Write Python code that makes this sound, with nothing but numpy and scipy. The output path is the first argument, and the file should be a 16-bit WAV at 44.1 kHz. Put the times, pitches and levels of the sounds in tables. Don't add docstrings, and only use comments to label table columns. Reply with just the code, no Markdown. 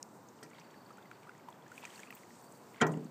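import sys
import numpy as np
from scipy import signal
from scipy.fft import rfft, irfft
from scipy.io import wavfile

SR = 44100
rng = np.random.default_rng(int(sys.argv[2]) if len(sys.argv) > 2 else 0)


def nominal_scale(level):
    x = np.asarray(level, float) / 20
    return 10 ** x


def unload_wav(signal):
    wavfile.write(
        sys.argv[1],
        SR,
        np.round(np.clip(np.atleast_2d(signal).T, -1, 1) * 32767).astype(np.int16),
    )


N = 136710
TOP_HZ = 15450


def rms_one(x):
    return x / np.sqrt(np.mean(x ** 2) + 1e-20)


def level(rows):
    seconds, db = np.transpose(rows)
    return nominal_scale(np.interp(np.arange(N) / SR, seconds, db))


def at_hz(points, hz, column=1):
    points = np.array(points)
    return np.interp(np.log(hz), np.log(points[:, 0]), points[:, column])


def drift(rate_hz):
    hop = 40
    pole = np.exp(-2 * np.pi * hop * rate_hz / SR)
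    white = rng.standard_normal(N // hop + 2002)
    slow = signal.lfilter([1], [1, -2 * pole, pole * pole], white)[2000:]
    return np.interp(np.arange(N) / hop, np.arange(len(slow)), rms_one(slow))


def ring(clicks, hz, t60):
    radius = 1000.0 ** (-1 / (t60 * SR))
    angle = 2 * np.pi * hz / SR
    poles = [1, -2 * radius * np.cos(angle), radius * radius]
    return signal.lfilter([0, np.sin(angle)], poles, clicks + 1e-18)


def coloured(spectrum, bumps, patchy_db):
    hz = np.maximum(np.fft.rfftfreq(N, 1 / SR), 1)
    db = at_hz(spectrum, hz)
    for centre, width, gain in bumps:
        db = db + gain * np.exp(-((hz - centre) / width) ** 2)
    full = rfft(rng.standard_normal(N)) * nominal_scale(db) * (hz < TOP_HZ)
    octave = np.clip(np.log2(hz / 30), 0, 9)
    out = np.zeros(N)
    for k in range(10):
        overlap = np.clip(1 - abs(octave - k), 0, 1)
        out += irfft(full * overlap, N) * nominal_scale(patchy_db * drift(8.2))
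    return rms_one(out)


# frequency in Hz, density in dB per Hz.
AIR_SPECTRUM = [(15, -89), (25, -38.5), (194, -2), (686, -9), (923, -7), (2370, -26.5), (3270, -33),
                (3640, -29.5), (15600, -34.5)]
# centre in Hz, width in Hz, height in dB.
AIR_BUMPS = [(117.7, 31, 8), (950, 54, 1.5), (7500, 1000, 2), (10400, 1380, -9)]


def distant_air():
    return nominal_scale(-57) * coloured(AIR_SPECTRUM, AIR_BUMPS, patchy_db=.5)


# time in seconds, level in dB.
INSECT_LEVEL = [
    (.45, -96),
    (.55, -80),
    (1.18, -80),
    (1.27, -92),
    (1.7, -88),
    (1.9, -80),
    (3.1, -82),
]


def insects():
    hz, width_hz = 4550, 270
    hiss = rng.standard_normal(N)
    for _ in range(2):
        hiss = ring(hiss, hz, 2.2 / width_hz)
    return level(INSECT_LEVEL) * rms_one(hiss) * nominal_scale(4.8 * drift(34.0))


# time in seconds, level in dB.
SLIDE_LEVEL = [(0, -73.5), (1.66, -82), (1.78, -66), (1.98, -62.5), (2.08, -69), (2.16, -64), (2.26, -67.5),
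               (2.6, -67.5), (2.78, -71.5), (2.95, -72.5), (3.1, -73)]
# frequency in Hz, density in dB per Hz.
SLIDE_SPECTRUM = [(2500, -16.5), (4500, -7), (6500, -1), (8300, 1.5), (9800, -11), (12500, -13.5),
                  (15000, -10)]


def sliding_hands():
    grip = nominal_scale(1.26 * drift(130.0) + 0.56 * drift(25.0))
    rub = coloured(SLIDE_SPECTRUM, [(12800, 1200, 2.5)], patchy_db=2.5)
    return level(SLIDE_LEVEL) * grip * rub


# time in seconds, level in dB.
FLOW_LEVEL = [(0, -107), (.47, -80), (.53, -65), (.64, -65.5), (.78, -73), (1.3, -68.5), (1.6, -74),
              (1.86, -60.5), (2.15, -66.5), (2.3, -73), (2.72, -73), (2.76, -62), (3.1, -73)]
# frequency in Hz, density in dB per Hz.
WASH_SPECTRUM = [(900, -27), (1500, -2), (2300, -1.5), (3500, -6), (5500, -16.5), (8000, -50)]


def wash():
    surge = nominal_scale(-4.5 + 2.6 * drift(40.0))
    return surge * level(FLOW_LEVEL) * coloured(WASH_SPECTRUM, [], patchy_db=3.0)


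def gurgle():
    births_per_s, cycles = 900, 36
    sizes = nominal_scale(3.0 * np.minimum(rng.exponential(1, N), 4)) * rng.choice([-1, 1], N)
    born = rng.random(N) < births_per_s * nominal_scale(3.0 * drift(8.0)) / SR
    dealt = rng.integers(0, 30, N)
    out = np.zeros(N)
    for k, hz in enumerate(np.geomspace(1100, 3300, num=30)):
        pulse = ring(sizes * born * (dealt == k), hz, cycles / hz)
        out += hz ** 0.87 * ring(pulse, 1.16 * hz, 0.31 * cycles / hz)
    return nominal_scale(-2.5) * level(FLOW_LEVEL) * rms_one(out)


# start in seconds,
# peak in dB, pitch in Hz, glide as share of pitch per 10 ms.
BLADE_DROPS = [(0.39, -54, 3000, -0.14), (0.584, -51.5, 3730, -0.039), (.905, -44, 1190, 0.11),
               (0.981, -45.5, 1366, 0.12), (1.026, -53, 3460, 0.057), (1.055, -50, 2000, 0.095),
               (1.114, -40, 1585, -0.51), (1.232, -48.5, 2400, -0.18), (1.268, -47.5, 1060, 0.27),
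               (1.293, -40, 1444, -0.0086), (1.485, -39.5, 950, 0.049), (1.527, -47.5, 3400, -0.033),
               (1.623, -51.5, 3300, 0.085), (1.663, -50, 1660, 0.096), (1.717, -41, 1407, 0.071),
               (1.779, -36, 2470, 0.0064), (1.829, -41, 2680, -0.065), (1.836, -43.5, 950, -0.018),
               (1.843, -39.5, 2680, -0.34), (1.852, -32, 2450, -0.001), (1.873, -47, 1830, 0.11),
               (1.904, -44.5, 3180, -0.15), (1.958, -40, 4340, 0.13), (1.977, -45, 2610, 0.13),
               (1.993, -43, 1700, 0.031), (2.033, -37, 2510, -0.59), (2.072, -46, 2500, 0.11),
               (2.086, -54, 2720, 0.062), (2.105, -38, 1940, 0.0027), (2.126, -40, 2520, -0.14),
               (.463, -54.5, 2370, -.08), (0.513, -50, 2020, -.1), (0.515, -57, 1390, .02),
               (.533, -49, 2250, .02), (.548, -49, 3220, .02), (.552, -53, 2000, 0.072),
               (.565, -53, 2030, .02), (.583, -49, 2090, 0.052), (.61, -50, 2370, .1),
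               (.617, -50, 2650, .04), (.668, -60, 1840, -.05), (.705, -53, 3300, .04),
               (.743, -51, 1790, -0.092), (.862, -58, 1640, .02), (.971, -57, 2450, .03),
               (1.246, -53, 2350, -.04), (1.316, -53, 2000, .02), (1.35, -51, 1940, -0.029),
               (1.397, -53, 2200, 0.029), (1.486, -60, 3020, -.05),
               (2.105, -37, 2650, 0.013), (2.125, -45, 1240, -0.22), (2.166, -47.5, 2000, 0.55),
              (2.234, -49, 2100, -0.13), (2.306, -49.5, 2000, -0.14), (2.745, -46.5, 2230, -0.25),
              (2.761, -50, 1610, -0.12), (2.76, -49, 3230, .01), (2.78, -48, 2230, 0.037),
              (2.803, -36.5, 2010, 0.11), (2.938, -44.5, 2820, 0.047), (2.94, -46.5, 1950, 0.04)]


def drops():
    cycles, rise_s = 25.4, 0.00053
    out, t = np.zeros(N + 4000), np.arange(2600) / SR
    flutter = signal.lfilter([.1], [1, -.9], rng.standard_normal(len(out))) / .23
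    for s, db, hz, glide in BLADE_DROPS:
        start = int(s * SR)
        here = slice(start, start + len(t))
        pitch = hz * (1 + glide * np.minimum(t, .022) / .01)
        bubble = np.sin(2 * np.pi * np.cumsum(pitch) / SR)
        slow = 1 + 7 * np.clip(glide, 0, .2)
        swell = 1 - np.exp(-t / (rise_s * slow ** 2))
        shape = swell * nominal_scale(-60 * t * hz / (cycles * slow))
        splat_db = -20.5 - 92 * np.clip(glide, -.1, 0)
        splat = np.exp(-t / 0.00049) * np.sin(2 * np.pi * (0.36 * hz + 2440.0) * t)
        rough = 1 + 0.3 * flutter[here]
        out[here] += nominal_scale(db + 3.0) * (bubble * shape * rough + nominal_scale(splat_db) * splat)
    return out[:N]


# start in seconds, peak in dB, centre in Hz,
# t60 in seconds.
TICKS = [(0.0277, -33, 5940, 0.0086), (0.0888, -58, 7200, .01), (0.2865, -49, 6440, 0.026),
         (.414, -60, 12500, .008), (0.4298, -44.5, 5360, 0.091), (.432, -55, 12000, 0.034),
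         (1.113, -47, 2500, 0.012), (0.502, -51, 7500, 0.0092), (.597, -53, 5330, 0.05),
         (0.9724, -54.5, 7300, 0.018), (1.112, -58, 7500, .012), (1.502, -52, 7400, 0.0099),
         (1.68, -54, 6400, .015), (1.7168, -52, 7000, .012), (1.7823, -60, 13000, 0.014),
         (1.8526, -41.5, 6560, 0.021), (2.0007, -45.5, 7300, 0.011), (2.1086, -50.5, 12200, 0.017),
         (2.15, -45, 14500, .03), (2.149, -51.5, 7500, 0.064), (2.4239, -57, 14000, .01),
         (2.443, -52, 7590, 0.017), (2.5227, -47.5, 7900, 0.015), (0.0273, -42, 8700, 0.0055),
         (2.7686, -57, 7630, 0.015), (2.867, -41, 6600, 0.058), (2.918, -46.5, 7600, 0.054),
         (2.973, -53, 7600, 0.014), (2.867, -51, 13500, .04), (.431, -48, 8160, .04),
         (.0275, -54, 2500, .008), (.71, -57, 6500, .015), (.8515, -59.5, 8000, .01),
         (.927, -57, 6490, .012), (1.38, -55.5, 7050, .012), (1.742, -60, 12800, 0.014),
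         (1.759, -54.5, 7730, .012), (1.797, -58, 13500, .012), (1.808, -58, 13000, .015),
         (1.84, -60, 12000, .015), (1.949, -50, 7660, 0.011), (1.967, -53, 7760, .012),
         (1.993, -47.5, 6460, 0.019), (3.045, -52.5, 7030, 0.024)]


def ticks():
    out, t = np.zeros(N + 4000), np.arange(3000) / SR
    edge = signal.butter(4, [12000, TOP_HZ + 500], "band", fs=SR, output="sos")
    for s, db, hz, t60 in TICKS:
        start = int(s * SR)
        width_hz = min(hz * 0.32, 1700)
        limits = np.clip([hz - width_hz / 2, hz + width_hz / 2], 100, TOP_HZ + 500)
        resonance = signal.butter(2, limits, "band", fs=SR, output="sos")
        dying = rng.standard_normal(len(t)) * nominal_scale(-60 * t / t60)
        burst = signal.sosfilt(resonance, dying) + nominal_scale(-27) * signal.sosfilt(edge, dying)
        out[start:start + len(t)] += nominal_scale(db) * burst / np.abs(burst).max()
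    return out[:N]


# start in seconds, strength in dB, hardness in Hz.
CONTACTS = [
    (.428, -49.5, 4930),
    (2.8093, -35.5, 7000),
    (2.8129, -32, 14200),
    (2.8142, -23.5, 9200),
    (2.818, -23.5, 4970),
    (2.822, -22.5, 1100),
    (2.8661, -36, 2000),
    (2.9178, -43, 1000),
    (2.97, -38, 500),
]
# frequency in Hz, level in dB, t60 in seconds.
HULL_MODES = [(129.9, -13.5, 1), (157.55, -4, 0.75), (173.5, -10.5, 0.65), (195.8, -19, 0.98),
              (243, -7.5, 0.33), (261, -13, 0.32), (313.8, -2, 0.42), (391.2, -2, 0.21),
              (436.7, -3.5, 0.27), (507, -18, 0.39), (661, -11, .3), (694, -15, 0.3), (836, -10.5, 0.21),
              (1020, -12, 0.19)]
# frequency in Hz, level in dB, t60 in seconds.
SHAFT_MODES = [(239, 7, 0.032), (351, -18.5, 0.33), (408, -9.5, 0.18), (725, -8.5, 0.082), (965, -19, .12),
               (1211, -16.5, 0.11), (1372, -12, 0.12), (1438, -5.5, 0.061), (1503, -1.5, 0.018),
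               (1758, -10, 0.12), (1906, -6.5, 0.14), (2223, -20, 0.061), (3206, -4.5, 0.03)]
# frequency in Hz, level in dB, t60 in seconds.
SHEET_TREND = [(250, -9.5, 0.89), (500, -20, 0.53), (1000, -10, 0.25), (2000, -7.5, 0.11),
               (4150, -24, 0.089), (7300, -6.5, 0.036), (10500, -28.5, 0.037), (14500, -24, .04)]


def knock():
    hull_db, sheet_db = -4, -17
    out, t = np.zeros(N + SR), np.arange(SR // 3) / SR
    sheet_hz = np.sort(140 * 110 ** rng.random(700) ** .65)
    sheet = [(hz, sheet_db + at_hz(SHEET_TREND, hz), at_hz(SHEET_TREND, hz, column=2)) for hz in sheet_hz]
    hull = [(hz, hull_db + db, t60) for hz, db, t60 in HULL_MODES]
    hz, db, t60 = np.transpose(SHAFT_MODES + hull + sheet)[:, :, None]
    rings = nominal_scale(db - 60 * t / t60) * np.sin(2 * np.pi * hz * t)
    rings = rings * (1 - np.exp(-t * hz / .35))
    share = nominal_scale(2.24 * rng.standard_normal((len(CONTACTS), len(hz))))
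    share[:, -len(sheet):] *= rng.choice([-1, 1], (len(CONTACTS), len(sheet)))
    for (s, strength_db, hard_hz), strengths in zip(CONTACTS, share):
        start = int(s * SR)
        soften = signal.butter(2, min(hard_hz, 20000), fs=SR)
        lighten = signal.butter(1, hard_hz / 20, "high", fs=SR)
        body = signal.lfilter(*soften, strengths @ rings)
        body = signal.lfilter(*lighten, body)
        out[start:start + len(t)] += nominal_scale(strength_db) * body
    return out[:N]


def scene():
    background = distant_air() + insects()
    water = wash() + gurgle() + drops()
    canoe = sliding_hands() + ticks() + knock()
    return (background + water + canoe)[None]


def low_pass(x):
    return signal.sosfilt(signal.butter(12, 15640, fs=SR, output="sos"), x)


def record(dry):
    low_cut = signal.butter(2, 126, "high", fs=SR, output="sos")
    mix = signal.sosfilt(low_cut, dry)
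    return low_pass(mix)


dry = scene()
out = record(dry)
unload_wav(out)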